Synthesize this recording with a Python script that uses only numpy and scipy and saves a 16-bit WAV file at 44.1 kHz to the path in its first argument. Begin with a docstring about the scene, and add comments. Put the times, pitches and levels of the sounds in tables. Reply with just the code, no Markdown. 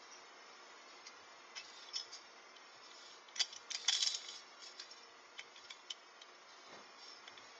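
"""A squirrel cracks a peanut shell and gnaws it, after nosing through a dish of nuts on a concrete patio.
Each crack is a snap in a burst of tiny splinter clicks that ring a shell fragment; the hollow pod knocks.
Scrapes are longer swarms of such clicks; the husk rustles and crumbles as clumps of random fractures.
House walls answer with faint echoes. A coloured-noise wash with hiss, a rumble, a thin hum and a soft gust
lie behind, all within the narrow band of a small camera microphone."""
import sys
import numpy as np
from scipy import signal
from scipy.fft import rfft, irfft
from scipy.io import wavfile
from scipy.ndimage import uniform_filter1d

SR = 44100
rng = np.random.default_rng(int(sys.argv[2]) if len(sys.argv) > 2 else 0)


def generate_wav(sig):
    """Save sig (samples, or channels by samples) to the path in sys.argv[1] as 16-bit PCM at SR."""
    pcm = np.round(np.clip(np.atleast_2d(sig).T, -1, 1) * 32767).astype(np.int16)
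    wavfile.write(sys.argv[1], SR, pcm)


N = 334710
TAPS = 2048  # length of a piece's response [samples]
HISS_EDGE_HZ = 6850  # cut-off of the wash, the scrapes and the quiet cracks and husk


def amp(db):
    """Level: decibels to amplitude gain."""
    return 10 ** (np.asarray(db) / 20)


def unit(x):
    """Normalisation: scales to rms 1."""
    return x / np.sqrt(np.mean(x ** 2) + 1e-20)


def colour(points, hz):
    """Spectral envelope: gain of a (frequency [Hz], level [dB]) table, interpolated over log frequency."""
    f, db = np.transpose(points)
    return amp(np.interp(np.log(hz + 1), np.log(f), db))


def level(points):
    """Temporal envelope: gain of a (time [s], level [dB]) curve at every sample."""
    return amp(np.interp(np.arange(N) / SR, *np.transpose(points)))


def tinted(x, points):
    """Spectral shaping: gives a long sound the colour of a spectrum table, at rms 1."""
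    hz = np.fft.rfftfreq(N, 1 / SR)
    return unit(irfft(rfft(x) * colour(points, hz), N))


def ring(gain):
    """Minimum phase: the causal response that has this gain over frequency."""
    both_sides = np.r_[gain, gain[-2:0:-1]]
    log_gain = np.log(np.maximum(both_sides, 1e-5))
    return np.fft.ifft(np.exp(np.conj(signal.hilbert(log_gain)))).real


def drift(per_s):
    """Slow random modulation: smooth noise of rms 1 that changes about per_s times a second."""
    hz = np.fft.rfftfreq(N, 1 / SR)
    return unit(irfft(rfft(rng.standard_normal(N)) * np.exp(-(hz / per_s) ** 2), N))


def low_pass(x, hz):
    """Band limitation: a steep linear-phase filter."""
    taps = signal.firwin(401, hz, window=("kaiser", 8), fs=SR)
    return signal.oaconvolve(x, taps, "same")


def add(mix, s, sound):
    """Superposition: mixes a sound in at time s."""
    part = mix[round(s * SR):][:len(sound)]
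    part += sound[:len(part)]


# steady outdoor wash with the microphone's hiss: (frequency [Hz], relative density [dB])
WASH_COLOUR = [(50, -63), (130, -29), (200, -9), (260, -4), (450, 0), (800, 1.5), (1150, 5.5), (1320, 0.5),
               (1750, -1), (2030, 2.5), (2650, -5), (3000, -4.5), (3600, -5.5), (4200, -11), (4450, -3),
               (4850, -12), (5300, 0), (5550, -3.5), (5800, -9.5), (6050, -7.5), (6800, -8.5)]
WASH_DB = -59.5
# low air rumble: (frequency [Hz], relative density [dB])
RUMBLE_COLOUR = [(35, -26.5), (65, -19.5), (100, 1), (150, -7.5), (230, -25.5), (600, -54)]
# thin hum of a distant machine: (frequency [Hz], level [dB rms])
HUM_TONES = [(362, -78), (445, -90.5), (468, -78), (680, -79), (1408, -74)]
# one soft low gust: (time [s], level [dB rms])
GUST_LEVEL = [(6.6, -96), (6.68, -66), (6.73, -53.5), (6.8, -60.5), (6.88, -69), (6.96, -76)]
# its colour: (frequency [Hz], relative level [dB])
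GUST_SPECTRUM = [(40, -35.5), (110, -11.5), (250, -3), (520, 0.5), (1200, -4), (2200, -8), (4000, -39.5),
                 (7000, -57)]


def outdoors(swell_db=0.76, rumble_db=-92.0, lumps_db=7.5, hum_width_hz=7.1):
    """Coloured noise and narrow-band noise: swelling wash, lumpy rumble, wavering hum and gust."""
    wash = unit(low_pass(tinted(rng.standard_normal(N), WASH_COLOUR), HISS_EDGE_HZ))
    wash *= amp(WASH_DB + swell_db * drift(0.31))
    rumble = tinted(rng.standard_normal(N), RUMBLE_COLOUR) * amp(lumps_db * drift(9.9))
    rumble = unit(rumble) * amp(rumble_db)
    turn = 2 * np.pi * np.arange(N) / SR
    hum = np.zeros(N)
    for hz, db in HUM_TONES:
        # two drifting quadrature parts make amplitude and phase wander
        in_phase = drift(hum_width_hz) * np.cos(hz * turn)
        quadrature = drift(hum_width_hz) * np.sin(hz * turn)
        hum += amp(db) * (in_phase + quadrature)
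    gust = level(GUST_LEVEL) * tinted(rng.standard_normal(N), GUST_SPECTRUM)
    return wash + rumble + hum + gust


def flicker(x, depth_db=29.5, onset=0.41):
    """Time-frequency modulation: thin treble strands sink for a while as gain stays even across bands."""
    hz, _, z = signal.stft(x, SR, nperseg=2048, noverlap=1536)
    chance = uniform_filter1d(rng.standard_normal(z.shape), size=20, axis=1)
    narrow = uniform_filter1d(uniform_filter1d(chance, size=3, axis=0), size=3, axis=0)
    broad = uniform_filter1d(chance, size=15, axis=0)
    strands = unit(narrow - .7 * broad)
    treble = np.interp(hz, [1300, 4500], [0, 1])[:, None]
    dips = amp(depth_db * treble * np.minimum(strands - onset, 0))
    # neighbouring strands make up for the power lost
    dips /= np.sqrt(uniform_filter1d(dips ** 2, size=45, axis=0) + 1e-9)
    return signal.istft(z * dips, SR, nperseg=2048, noverlap=1536)[1][:N]


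# early echoes from eaves and wall: (delay [s], level re direct sound [dB])
EARLY_ECHOES = [(.005, -12.5), (0.0128, -15.5)]


def patio(x, tail_db=-19.5, t60=1.0, scatter_db=-8.0, scatter_t60=0.034):
    """Reflection and decay: direct sound, echoes, quick scatter from slab and siding, open-air tail."""
    t = np.arange(SR // 2) / SR
    response = np.zeros(len(t))
    for db, decay in [(tail_db, t60), (scatter_db, scatter_t60)]:
        build_up = 1 - np.exp(-t / 0.0011)
        tail = rng.standard_normal(len(t)) * amp(-60 * t / decay) * build_up
        response += amp(db) * tail / np.linalg.norm(tail)
    response[0] = 1
    for delay, db in EARLY_ECHOES:
        add(response, delay, amp([db]))
    return signal.oaconvolve(x, response)[:N]


# resonances that all pieces of the nut share: (frequency [Hz], lift [dB])
SHARED_MODES = [(2170, 2.5), (3095, 5.5), (3287, 2.5), (3364, 5.5), (3488, 3), (3587, 5.5), (3932, 5),
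                (4123, 6.5), (4748, 8), (4900, 2.5), (5299, -1.5), (5462, 3.5), (5583, 3), (6397, -3),
                (6750, 4.5)]
NUT_HALF_WIDTH_HZ = 16


def uneven(hz, scatter_db=3.5):
    """Modal response: every piece shares the ring of the nut and has random resonances of its own."""
    shared_db = sum(db / (1 + ((hz - mode_hz) / NUT_HALF_WIDTH_HZ) ** 2) for mode_hz, db in SHARED_MODES)
    own = unit(uniform_filter1d(rng.standard_normal(len(hz)), size=8))
    return amp(shared_db + scatter_db * own)


def soften(x, loudness):
    """Level-dependent low-pass: quiet sounds stop at HISS_EDGE_HZ, loud ones keep the fizz above it."""
    soft = low_pass(x, HISS_EDGE_HZ)
    return soft + np.minimum(loudness, 1) * (x - soft)


# faint nibbling throughout: level, how far it wanders and how often per second
NIBBLE_DB, NIBBLE_WANDER_DB, NIBBLE_PER_S = -73, 4.5, 4.0
# the long crunch as the shell is crushed open: (time [s], level of the husk [dB])
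CRUNCH_LEVEL = [(3.69, -90), (3.73, -54), (3.875, -53.5), (3.955, -42.5), (3.995, -44.5), (4.05, -40.5),
                (4.135, -46.5), (4.22, -56.5), (4.28, -55), (4.335, -52), (4.4, -55), (4.46, -81)]
# rustles of husk as a nut is handled: (start [s], length [s], level at full swell [dB])
HUSK_RUSTLES = [(0, 0.114, -66.5), (0.866, 0.045, -63), (1.59, 0.27, -61), (1.96, 0.089, -66),
                (2.111, 0.0091, -52), (2.81, 0.35, -63), (3.414, 0.028, -73), (4.596, 0.079, -54.5),
                (4.763, 0.018, -53.5), (4.843, 0.15, -63), (5.54, 0.22, -65), (6.473, 0.02, -61.5),
                (6.632, 0.15, -64.5), (6.972, 0.13, -60)]
RUSTLE_ATTACK_S, RUSTLE_RELEASE_S = 0.026, 0.053  # linear rise, time constant of the decay


def handling():
    """Power addition: the level of the husk under nibbling, short rustles and the long crunch."""
    t = np.arange(N) / SR
    power = amp(NIBBLE_DB + NIBBLE_WANDER_DB * drift(NIBBLE_PER_S)) ** 2
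    crunching = (t > CRUNCH_LEVEL[0][0]) * (t < CRUNCH_LEVEL[-1][0])
    power += (level(CRUNCH_LEVEL) * crunching) ** 2
    for start, length, db in HUSK_RUSTLES:
        attack = np.clip((t - start) / RUSTLE_ATTACK_S, 0, 1)
        release = np.exp(-np.maximum(t - start - length, 0) / RUSTLE_RELEASE_S)
        power += (amp(db) * attack * release) ** 2
    return np.sqrt(power)


# colour of the rustling husk: (frequency [Hz], relative level [dB])
HUSK_COLOUR = [(300, -61), (1200, -24), (2200, -11.5), (2800, -13), (3300, -3.5), (4200, -3), (4900, -2),
               (5350, 2), (6000, -7.5), (6800, -2.5), (7500, -11.5), (8600, -29)]


def husk(grains_per_s=2400, spread_db=3.5, fizz_from_db=-47.0, clump_db=0.5, clumps_per_s=160, count=8):
    """Crackling noise: clumps of random tiny fractures, a few large, each on one of several flakes."""
    hz, out = np.fft.rfftfreq(TAPS, 1 / SR), np.zeros(N)
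    for _ in range(count):
        flake = ring(colour(HUSK_COLOUR, hz) * uneven(hz))
        sizes = amp(spread_db * np.minimum(rng.exponential(1, N), 4)) * rng.choice([-1., 1.], N)
        fractures = rng.random(N) < grains_per_s / count / SR
        out += signal.oaconvolve(sizes * fractures, flake)[:N]
    out *= amp(clump_db * drift(clumps_per_s))
    loudness = handling()
    return unit(soften(out, loudness / amp(fizz_from_db))) * loudness


def registers(db, hollow_db, bright_db):
    """Power division: splits a level into body, middle and edge, the edge bright_db above the middle."""
    middle_db = db - 10 * np.log10(1 + amp(bright_db) ** 2)
    return db + hollow_db, middle_db, middle_db + bright_db


# colour of a breaking shell, before its registers are levelled: (frequency [Hz], relative level [dB])
SHELL_COLOUR = [(150, -58), (400, -34), (750, -11.5), (1500, -8), (2200, 1.5), (2800, -4.5), (3100, 9.5),
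                (3500, 5.5), (4250, -1), (4650, -1), (5450, 3), (6100, 0), (6800, 0.5), (7400, -7.5),
                (8000, -47.5), (8700, -35.5)]


def fragment(body_db, middle_db, edge_db, ring_hz, ring_db=13.5, ring_width_hz=220, body_trim_db=-5.0,
             scatter_db=3.0):
    """Resonance of one piece of shell: body power sounds hollow, edge power bright."""
    hz = np.fft.rfftfreq(TAPS, 1 / SR)
    main_ring = amp(ring_db / (1 + ((hz - ring_hz) / ring_width_hz) ** 2))
    gain = colour(SHELL_COLOUR, hz) * uneven(hz, scatter_db) * main_ring
    # each of three registers is brought to its own power
    bands = [(600, 2600), (2800, 4200), (4400, 7500)]  # [Hz]
    lifts = []
    for (lo, hi), db in zip(bands, [body_db + body_trim_db, middle_db, edge_db]):
        band_power = np.sum(gain[(hz > lo) & (hz < hi)] ** 2) / len(hz)
        lift_db = db - 10 * np.log10(band_power)
        lifts += [(lo, lift_db), (hi, lift_db)]
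    return ring(gain * colour(lifts, hz))


LEAD = .03  # time before the peak of a swarm [s]


def splinters(piece, rise, fade, per_s, lasts, spread_db):
    """Random impulse excitation: a swarm of clicks rings the piece, fading in and out around LEAD."""
    t = np.arange(SR // 8) / SR - LEAD
    clicks = rng.choice([-1., 1.], len(t)) * (rng.random(len(t)) < per_s / SR)
    clicks *= amp(spread_db * np.minimum(rng.exponential(1, len(t)), 3))
    envelope = np.exp(-abs(t) / np.where(t < 0, rise, fade))
    sound = signal.fftconvolve(clicks * envelope, piece)
    # the energy is that of the piece's level held for "lasts" seconds
    return sound * np.linalg.norm(piece) * np.sqrt(lasts * SR) / np.linalg.norm(sound)


# scrapes of shell on shell or concrete: (time [s], fade time constant [s], level [dB],
# hollow body re level, before the body trim [dB], edge re middle [dB], main resonance [Hz])
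SHELL_SLIPS = [(0.119, 0.039, -47, -23, 25, 5720), (1.069, 0.012, -46, -7, 10, 4170),
               (1.565, 0.0075, -45.5, -1, 1, 3930), (1.57, 0.0019, -49, 4, 12, 6000),
               (1.578, 0.0024, -42, -2, 5, 5200), (1.587, 0.0022, -48, -6, 5, 5240),
               (1.597, 0.013, -48, -3, -2, 5540), (1.828, 0.0098, -52.5, -8, -5, 3680),
               (1.943, 0.0068, -38.5, -9.5, 19, 5280), (1.9577, 0.0024, -41, -7, 18, 4560),
               (1.962, 0.003, -36, -22, 4, 5420), (1.9686, 0.0018, -44.5, -9, 0, 3150),
               (1.9774, 0.0039, -40, -17, 18, 5280), (1.994, 0.023, -38, -14, 8, 5140),
               (2.133, 0.0073, -44.5, -10, 17, 4750), (2.152, 0.0056, -47, -9, 22, 5170),
               (3.383, 0.007, -41.5, -2, 8, 5870), (3.436, 0.015, -43.5, -17, 8, 5400),
               (3.531, 0.0048, -45.5, -10, 2.5, 5470), (3.706, 0.002, -42.5, -7, 1, 6340),
               (3.772, .009, -49, -9, 21, 4900), (4.638, 0.005, -50, -19, 15, 4600),
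               (4.672, 0.004, -52, -6, 13, 5440), (4.815, 0.011, -49, -1, 8, 4650),
               (4.912, 0.013, -47, -16, 17, 5410), (5.033, .014, -56, -15, 25, 5500),
               (5.385, 0.007, -48.5, -9, -15, 3090), (5.398, 0.0042, -54, -10, 26, 5470),
               (5.578, 0.017, -54, 1, -6.5, 3500), (5.647, 0.007, -53.5, -12, 31, 5340),
               (5.7, .003, -57, -3, 3, 3450), (5.72, .007, -52, -13, 0, 3540),
               (5.91, 0.0045, -43, -8, 1, 5070), (7.079, 0.051, -46, -30, 17, 5310),
               (7.16, 0.032, -54.5, -19, 22, 5250)]


def shell_scrapes(touch_db=-18.5, rise_share=1.1, longest_rise=0.0061):
    """Random slip impulses: nuts nudged and turned, a light touch in a swarm of slips, cut at HISS_EDGE_HZ."""
    out = np.zeros(N)
    for s, fade, db, hollow_db, bright_db, hz in SHELL_SLIPS:
        powers = registers(db, hollow_db, bright_db)
        piece = fragment(*powers, hz, ring_db=17.0, ring_width_hz=150, scatter_db=5.0)
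        rise = min(rise_share * fade, longest_rise)
        slips = splinters(piece, rise=rise, fade=fade, per_s=1300, lasts=0.0048, spread_db=2.0)
        add(out, s - LEAD, slips)
        add(out, s, amp(db + touch_db) * piece / abs(piece).max())
    return low_pass(out, HISS_EDGE_HZ)


# the whole pod gives way under the hardest bites: (time [s], peak level [dB])
POD_KNOCKS = [(3.4055, -49), (3.4108, -49), (3.887, -48), (3.8962, -46)]
# the hollow of the pod: (frequency [Hz], relative level [dB], t60 [s])
POD_MODES = [(484, -17, .018), (730, 9, 0.032), (975, -4, 0.018)]


def pod_knocks():
    """Damped cavity modes: the hollow pod rings briefly when its wall caves in."""
    out, t = np.zeros(N), np.arange(SR // 16) / SR
    knock = sum(amp(db - 60 * t / t60) * np.sin(2 * np.pi * hz * t) for hz, db, t60 in POD_MODES)
    for s, db in POD_KNOCKS:
        add(out, s, amp(db) * knock / abs(knock).max())
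    return out


# colour of the dry snap as the shell parts: (frequency [Hz], relative level [dB])
SNAP_COLOUR = [(200, -45), (800, -12), (2200, -3), (5300, 10), (7000, 7), (8000, -22), (8800, -9.5)]


def crack(db, snap_db, piece):
    """Impulsive fracture: a short swarm of clicks fades in and out around one dry snap."""
    sound = splinters(piece, rise=0.0027, fade=0.0013, per_s=5500, lasts=0.0015, spread_db=0.0)
    snap = ring(colour(SNAP_COLOUR, np.fft.rfftfreq(TAPS, 1 / SR)))
    add(sound, LEAD, amp(db + snap_db) * snap / abs(snap).max())
    return sound


# a crack is brighter when the fragment is smaller (higher) and the bite is harder (louder);
# treble and middle are even at EVEN_HZ and EVEN_DB
EVEN_HZ, EVEN_DB, BRIGHT_DB_PER_OCTAVE, BRIGHT_DB_PER_DB = 3690, -26, 22.5, 0.51
# shell cracks: (time [s], level [dB], hollow body re level, before the body trim [dB],
# main resonance of the fragment [Hz], peak of the snap re level [dB])
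SHELL_BREAKS = [(1.889, -47.5, -2, 3360, -8), (2.566, -49, -19, 3640, -4), (2.915, -50.5, -2, 3870, -4),
                (3.113, -54, -6, 3730, -5), (3.288, -49.5, -10, 3640, -18), (3.3634, -39, 1, 5640, -6),
                (3.3969, -35.5, 0, 3270, 10.5), (3.4047, -25.5, -5, 4890, 4.5),
                (3.4108, -24.5, -6.5, 4770, -6), (3.413, -27, -12, 3330, 4),
                (3.4186, -31.5, -7.5, 4550, -1), (3.564, -40.5, -10.5, 5870, -8),
                (3.7133, -35, -2.5, 3370, -4), (3.7186, -36, -12, 5830, 6), (3.7484, -30.5, -12, 4870, 2.5),
                (3.753, -35.5, 0.5, 5000, 5), (3.76, -43, -3, 5000, -5), (3.849, -48, 8, 3720, -10),
                (3.8848, -25, -11, 5650, -6), (3.8872, -23.5, -5, 3430, -9),
                (3.8961, -23.5, -2, 3320, -1.5), (3.9, -37, -7, 5270, 0), (3.923, -36, -8, 5460, -6),
                (3.9282, -27, -9.5, 3420, 2), (3.9337, -31, -13, 5450, 6), (3.938, -35.5, -8, 5700, 7),
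                (3.9468, -34, -15, 3220, 4), (3.9515, -35, -6, 3670, 10), (3.9551, -31, -8, 3420, 0),
                (3.9666, -37, -4, 5530, 4), (3.9755, -35.5, -10, 3840, -2), (4.008, -31, -28, 4000, -3),
                (4.023, -30, -17, 3920, -6), (4.0277, -24, -13.5, 3780, 4), (4.0339, -34.5, -24, 4840, 10),
                (4.0378, -34, -8, 4670, 1), (4.064, -28.5, -12.5, 5460, -2), (4.074, -25, -14.5, 5320, -7),
                (4.0795, -36, -10, 5540, -3), (4.125, -40, -5, 5500, -7), (4.1485, -29, -14.5, 5500, -4),
                (4.155, -40, -15, 5420, -2), (4.219, -50, -1, 3900, -3), (4.248, -50, 7, 3400, 2),
                (4.289, -39, -11, 3330, -4), (4.299, -48, -8, 3400, -6), (4.342, -50, -9, 3380, -1),
                (4.8, -38, -4.5, 4430, -10), (5.395, -39.5, 5, 3340, 2), (5.411, -46, -4, 3200, -11),
                (5.563, -47.5, -1, 3700, -3), (5.652, -58, 2, 5350, 2), (5.708, -39, -3.5, 3300, -19),
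                (5.739, -60, -7, 3500, 3), (5.907, -33.5, -11, 3170, -2), (5.918, -49, -3, 3230, 5),
                (5.921, -50, -16, 5200, -5), (6.219, -43.5, -5, 3770, -23), (7.279, -45.5, 4.5, 3300, 4),
                (7.379, -46.5, 2.5, 3260, -5)]


def shell_cracks(fizz_from_db=-39.0):
    """Spectral scaling: bites split the shell, brighter when high or loud; quiet ones lose the top fizz."""
    out = np.zeros(N)
    for s, db, hollow_db, hz, snap_db in SHELL_BREAKS:
        bright_db = BRIGHT_DB_PER_OCTAVE * np.log2(hz / EVEN_HZ) + BRIGHT_DB_PER_DB * (db - EVEN_DB)
        piece = fragment(*registers(db, hollow_db, bright_db), hz)
        sound = crack(db, snap_db, piece)
        add(out, s - LEAD, soften(sound, amp(db - fizz_from_db)))
    return out


def scene():
    """Superposition: the squirrel's noises on the patio, over the outdoor background."""
    background = flicker(patio(husk()) + outdoors())
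    nuts = patio(shell_cracks() + pod_knocks() + shell_scrapes())
    return (nuts + background)[None]


def record(dry, edge_hz=8800):
    """Band limitation: the camera microphone's narrow band."""
    return low_pass(dry[0], edge_hz)[None]


dry = scene()
out = record(dry)
generate_wav(out)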